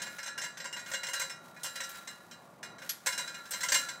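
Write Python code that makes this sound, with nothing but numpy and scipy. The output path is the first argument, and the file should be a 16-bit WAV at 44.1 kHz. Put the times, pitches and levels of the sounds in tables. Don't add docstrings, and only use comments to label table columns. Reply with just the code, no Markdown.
import sys
import numpy as np
from scipy import signal
from scipy.fft import rfft, irfft
from scipy.io import wavfile
from scipy.ndimage import uniform_filter1d

SR = 44100
rng = np.random.default_rng(int(sys.argv[2]) if len(sys.argv) > 2 else 0)


def bounce(signal):
    frames = np.transpose(np.atleast_2d(signal))
    limited = np.clip(frames, -1, 1)
    pcm = np.round(limited * 32767).astype(np.int16)
    wavfile.write(sys.argv[1], SR, pcm)


N = 176400
BASS_BELOW_HZ, TREBLE_ABOVE_HZ = 2550, 8700


def undb(db):
    return 10 ** (np.asarray(db) / 20)


def unit(x):
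    return x / np.sqrt(np.mean(x ** 2))


def noise(spectrum, ripple_db=0, bass_db=0, treble_db=0, size=N, ripple_step_hz=110, ripple_full_hz=9500):
    hz, db = np.array(spectrum).T
    f = np.maximum(np.fft.rfftfreq(size, 1 / SR), 1)
    grid = np.arange(0, SR / 2, ripple_step_hz)
    ripple = np.interp(f, grid, np.clip(rng.standard_normal(len(grid)), -2, 2))
    partials_db = ripple_db * np.minimum(f / ripple_full_hz, 1) * ripple
    low_shelf = bass_db / (1 + (f / BASS_BELOW_HZ) ** 8)
    high_shelf = treble_db * (1 - 1 / (1 + (f / TREBLE_ABOVE_HZ) ** 8))
    colour = unit(undb(np.interp(np.log(f), np.log(hz), db) + partials_db))
    return irfft(rfft(rng.standard_normal(size)) * colour * undb(low_shelf + high_shelf), size)


def wander(rate_hz):
    step = int(SR / rate_hz)
    held = np.repeat(rng.standard_normal(N // step + 1), step)
    return unit(uniform_filter1d(held, step)[:N])


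def decay(t60_s):
    return np.exp(-np.log(1000) * np.arange(N) / SR / t60_s)


def add(out, start_s, x):
    i = max(int(start_s * SR), 0)
    out[i:i + len(x)] += x[:N - i]


def chatter(size=2048, bounces_per_s=900, bounce_db=-6.5, time_constant_s=0.0071):
    t = np.arange(size) / SR
    bounces = (rng.random(size) < bounces_per_s / SR) * rng.standard_normal(size)
    clicks = bounces * np.exp(-t / time_constant_s) * undb(bounce_db)
    clicks[0] = 1
    return clicks / np.linalg.norm(clicks)


def ring(pitches, modes, start_s, level_db, bass_db=0, scatter_db=3, waver_db=2.5, rise_s=0.0024):
    onsets = np.clip((start_s * SR).astype(int), 0, N - 1)
    out = np.zeros(N)
    for hz, (mode_db, t60_s) in zip(pitches, modes):
        scatter, phase_y, phase_x = rng.standard_normal((len(onsets), 3)).T
        strength = undb(level_db + mode_db + bass_db * (hz < BASS_BELOW_HZ) + scatter_db * scatter)
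        blows = np.zeros(N, complex)
        blows[onsets] = strength * np.exp(1j * np.arctan2(phase_y, phase_x))
        pole = np.exp((2j * np.pi * hz - np.log(1000) / t60_s) / SR)
        rise_pole = pole * np.exp(-1 / (rise_s * SR))
        vibration = signal.lfilter([pole - rise_pole], np.poly([pole, rise_pole]), blows).imag
        out += vibration * undb(waver_db * wander(rate_hz=70))
    return out


# frequency_hz, relative_density_db
TRAFFIC_SPECTRUM = [(15, -76), (25, -42), (64, -30), (82, -19.5), (164, -3.5), (246, -7), (281, -12),
                    (313, -8.5), (482, -13.5), (537, -7), (582, -7.5), (871, -10), (1200, -9), (1410, -29),
                    (1530, -20), (2170, -27), (15500, -63)]


def traffic(level_db=-57.5):
    return noise(TRAFFIC_SPECTRUM) * undb(level_db + 1.7 * wander(rate_hz=6.46))


# time_s, relative_level_db
SCRAPE_ENVELOPE = [(0, -56), (0.172, -48.5), (.35, -81), (.55, -69), (.8, -65), (.9, -40), (1.0, -64),
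                   (1.38, -81), (1.438, -56), (1.53, -61.5), (1.701, -54), (1.95, -47), (2.18, -58.5),
                   (2.549, -63), (2.758, -68), (2.86, -49), (3.0, -59.5), (3.3, -53.5), (3.42, -56),
                   (3.8, -42), (4, -61)]
# frequency_hz, relative_density_db
SCRAPE_SPECTRUM = [(500, -9.5), (1600, 5), (3000, -2.5), (7000, -3), (10000, -5.5), (15500, -9)]


def scrape(gain_db=-5):
    level_db = np.interp(np.arange(N) / SR, *np.array(SCRAPE_ENVELOPE).T)
    grain_db = 2 * wander(rate_hz=250) + 1.9 * wander(rate_hz=31.1)
    return noise(SCRAPE_SPECTRUM) * undb(level_db + grain_db + gain_db)


# start_s, relative_level_db, extra_bass_db, extra_treble_db, extra_frame_ring_db
KNOCKS = [(0.0, -45.5, 4.0, -9, 9), (0.018, -34.0, -2.5, 2.0, -4), (0.026, -45, 1, -6, 7.5),
          (0.066, -42, 5, -13, -1.5), (0.185, -39, 2.0, -20, 1.5), (0.23, -37.5, 0, -4, 0.5),
          (0.26, -36, -1.5, -3, 2.5), (0.277, -36.5, 1, -10, 0.5), (0.378, -34.5, 1.5, 2, -2.5),
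          (0.415, -33, 0, -8, 0.5), (0.438, -33.5, -1, -2, -8), (0.449, -46, -6, -8, 1),
          (0.572, -40.0, 1.5, -6, -0.5), (0.601, -37.0, -1.5, -30, 0), (0.643, -39.5, 4, -1, -5.5),
          (0.654, -37.5, -1, -9, -3), (0.727, -38, 0, 1, -3), (0.765, -38.5, 1.5, -9, 0.5),
          (0.792, -41.5, 2, -1, -2), (0.861, -41, 0, -15, 4.5), (0.915, -36.0, 2.5, -4, -4),
          (0.936, -30, -1.5, -2, 2.5), (0.947, -36, -7, -8, -10), (1.033, -33.5, 1, 2, -1),
          (1.067, -34, -2.5, -2, -4), (1.086, -37, 2.5, 7, -10), (1.134, -29.5, 1.5, 5, -1),
          (1.15, -36.5, -12.5, -11, 13), (1.171, -52, 12, -8, -13), (1.196, -31, -1.0, 6, 1.5),
          (1.215, -32.0, 1.5, 0, -8), (1.296, -37.5, 1.5, -4, 0), (1.563, -55, 8, 2.0, 7),
          (1.597, -57.5, -4, -5, 8.5), (1.633, -32.5, -13, 12.5, -8), (1.643, -34.5, 1, -21, -0.0),
          (1.658, -33.5, -5, -18, 1.5), (1.757, -35, -0.5, 3.5, 3), (1.804, -34.0, 2, 0, -1.5),
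          (1.835, -37.5, -1.5, 3, 0.0), (1.892, -45, -14, 17.5, -12), (1.945, -49, 4, -25, 0),
          (2.074, -38.0, -0.5, 1, 0), (2.311, -43.5, -3.5, -18, 3.5), (2.629, -38.5, 1.0, -1.0, 0),
          (2.783, -50.5, 3.5, 2, 4), (2.819, -46.5, 6.5, 0.0, 1), (3.061, -27.5, -3.5, 9.5, 4.5),
          (3.069, -26.0, 1, 5, -5), (3.124, -32, -2, -2.0, -3), (3.178, -28, -5, 3.5, 5),
          (3.192, -35.5, -0.5, -14, -4), (3.276, -39, -3, -0.0, 7.5), (3.343, -40.5, -2.5, -6, 7),
          (3.386, -55, 10, -11, 0.5), (3.455, -48, -1.5, 1, 3), (3.508, -36.5, -5, 17.5, -17),
          (3.518, -33.5, -3.0, -10, -1.0), (3.535, -31, -4.5, -7, 3), (3.607, -33.0, -3.5, 5, 3.5),
          (3.632, -27, -2, 4.5, -2.5), (3.686, -26.0, -3.5, -3, 1.5), (3.72, -20, -2.0, 2.0, -5),
          (3.743, -19, -7.5, -1, 2), (3.747, -36, 2, -6.0, 8), (3.887, -35, -1.0, -1, 0.5)]
# frequency_hz, relative_density_db
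MESH_SPECTRUM = [(60, -34), (300, -20), (460, -30), (545, 0.5), (750, -9.5), (900, -4), (1010, 0.5),
                 (1220, -11), (1550, 7.5), (2150, 2), (2350, -5.5), (3000, -6), (4500, -4.5), (5450, -7),
                 (5850, -1), (6450, -0.5), (7150, -9.5), (7550, -3.5), (8600, -7.5), (11200, -20.5),
                 (11900, -22), (12700, -18), (15500, -23.5)]


def mesh(size=24000, gain_db=-1.5, tail_db=-11.5):
    out = np.zeros(N)
    envelope = np.hypot(decay(t60_s=0.12), undb(tail_db) * decay(t60_s=0.46))[:size]
    for start_s, level_db, bass_db, treble_db, _ in KNOCKS:
        clash = noise(MESH_SPECTRUM, ripple_db=6.5, bass_db=bass_db, treble_db=treble_db, size=size)
        add(out, start_s, undb(level_db + gain_db) * signal.fftconvolve(chatter(), clash * envelope))
    return out


# relative_level_db, t60_s
FRAME_HZ = [1376, 1405, 1438, 1457, 1592, 1697, 1905, 1932, 2158, 2444, 3890, 3965, 4017, 4110]
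FRAME_MODES = [(-17.5, 1.88), (-18.5, 1.44), (-19.5, 2.23), (-18.5, .6), (-7, 0.25), (-12.5, 0.76),
               (-15, 0.64), (-17.5, 0.44), (-13, 0.36), (-14, 0.33), (-18, 0.79), (-13, 0.34),
               (-11.5, 0.43), (-15.5, .3)]
# relative_level_db, t60_s
FITTINGS_HZ = [537, 975, 2755, 2842, 3135, 3480, 4759, 5160, 5294, 5410, 5530, 5655]
FITTINGS_MODES = [(-16, 0.31), (-15.5, 0.3), (-19.5, 0.25), (-8.5, 0.26), (-15.5, 0.18), (-13, 0.13),
                  (-21.5, 0.43), (-14.5, 0.25), (-8, 0.12), (-12, 0.23), (-12.5, 0.091), (-11, 0.19)]
# relative_level_db, t60_s
WIRES_HZ = [6132, 6250, 6481, 6611, 6896, 7408, 7460, 7527, 7675, 8107, 8678, 11920, 13600, 14030]
WIRES_MODES = [(-14, 0.12), (-15, 0.11), (-11, 0.072), (-16, 0.077), (-16.5, 0.14), (-11, 0.27),
               (-16, 0.23), (-11.5, 0.18), (-13, 0.18), (-14.5, 0.21), (-18, 0.16), (-21, 0.19),
               (-24, 0.14), (-25, 0.11)]


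def gate_ring(frame_db=-3.5, fittings_db=-3, wires_db=-1.5, hard_knock_db=-35.5, loss_db_per_db=0.33):
    start_s, level_db, bass_db, _, extra_ring_db = np.array(KNOCKS).T
    compressed_db = level_db - loss_db_per_db * np.maximum(level_db - hard_knock_db, 0)
    frame = ring(FRAME_HZ, FRAME_MODES, start_s, frame_db + compressed_db + extra_ring_db, bass_db)
    fittings = ring(FITTINGS_HZ, FITTINGS_MODES, start_s, fittings_db + compressed_db, bass_db)
    wires = ring(WIRES_HZ, WIRES_MODES, start_s, wires_db + level_db)
    return frame + fittings + wires


# start_s, relative_level_db
TIE_CHINKS = [(0.017, -39), (.378, -36.5), (.727, -38), (1.034, -40), (1.297, -38.5), (2.075, -44),
              (3.125, -40)]
# relative_level_db, t60_s
TIE_HZ = [2838, 5298, 5650]
TIE_MODES = [(-8, 0.24), (-2, 0.18), (-7, 0.13)]


def tie_wire():
    return ring(TIE_HZ, TIE_MODES, *np.array(TIE_CHINKS).T)


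# start_s, relative_level_db
FORK_CLANKS = [(.44, -38.5), (.653, -42), (.947, -38.5), (1.086, -37), (1.215, -36), (3.069, -29.5),
               (3.191, -39), (3.534, -37.5), (3.634, -30), (3.747, -27)]
# relative_level_db, t60_s
FORK_HZ = [1000, 1045, 2020, 2110, 2200]
FORK_MODES = [(-6.5, 0.15), (-8, 0.11), (-3, 0.065), (-0.5, 0.16), (-4.5, 0.099)]


def latch_fork():
    return ring(FORK_HZ, FORK_MODES, *np.array(FORK_CLANKS).T)


# frequency_hz, relative_density_db
LATCH_SPECTRUM = [(120, -41), (200, -17), (430, -31), (842, -29), (1050, -15), (1590, -3), (1740, -2),
                  (2700, -8.5), (2900, -5), (4840, -2), (5590, -4), (6350, -4), (10400, -8.5), (11800, -6),
                  (15500, -23)]
# relative_level_db, t60_s
LATCH_HZ = [4890, 6214, 11635, 11716]
LATCH_MODES = [(-10, .1), (-6, 0.081), (-4.5, 0.11), (-8, .12)]


def latch(start_s=2.892, level_db=-31, tail_db=-11):
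    out = np.zeros(N)
    attack = 1 - decay(t60_s=0.0065)
    release = decay(t60_s=0.07) + undb(tail_db) * decay(t60_s=0.35)
    clack = noise(LATCH_SPECTRUM) * attack * release
    add(out, start_s, undb(level_db) * signal.fftconvolve(chatter(), clack))
    return out + ring(LATCH_HZ, LATCH_MODES, np.array([start_s]), level_db)


def scene(gate_db=-1.5):
    background = traffic() + scrape()
    gate = mesh() + gate_ring() + tie_wire() + latch_fork()
    return (background + undb(gate_db) * gate + latch())[None]


def record(dry, cutoff_hz=15700):
    return signal.sosfilt(signal.ellip(10, .2, 80, cutoff_hz, fs=SR, output="sos"), dry)


dry = scene()
out = record(dry)
bounce(out)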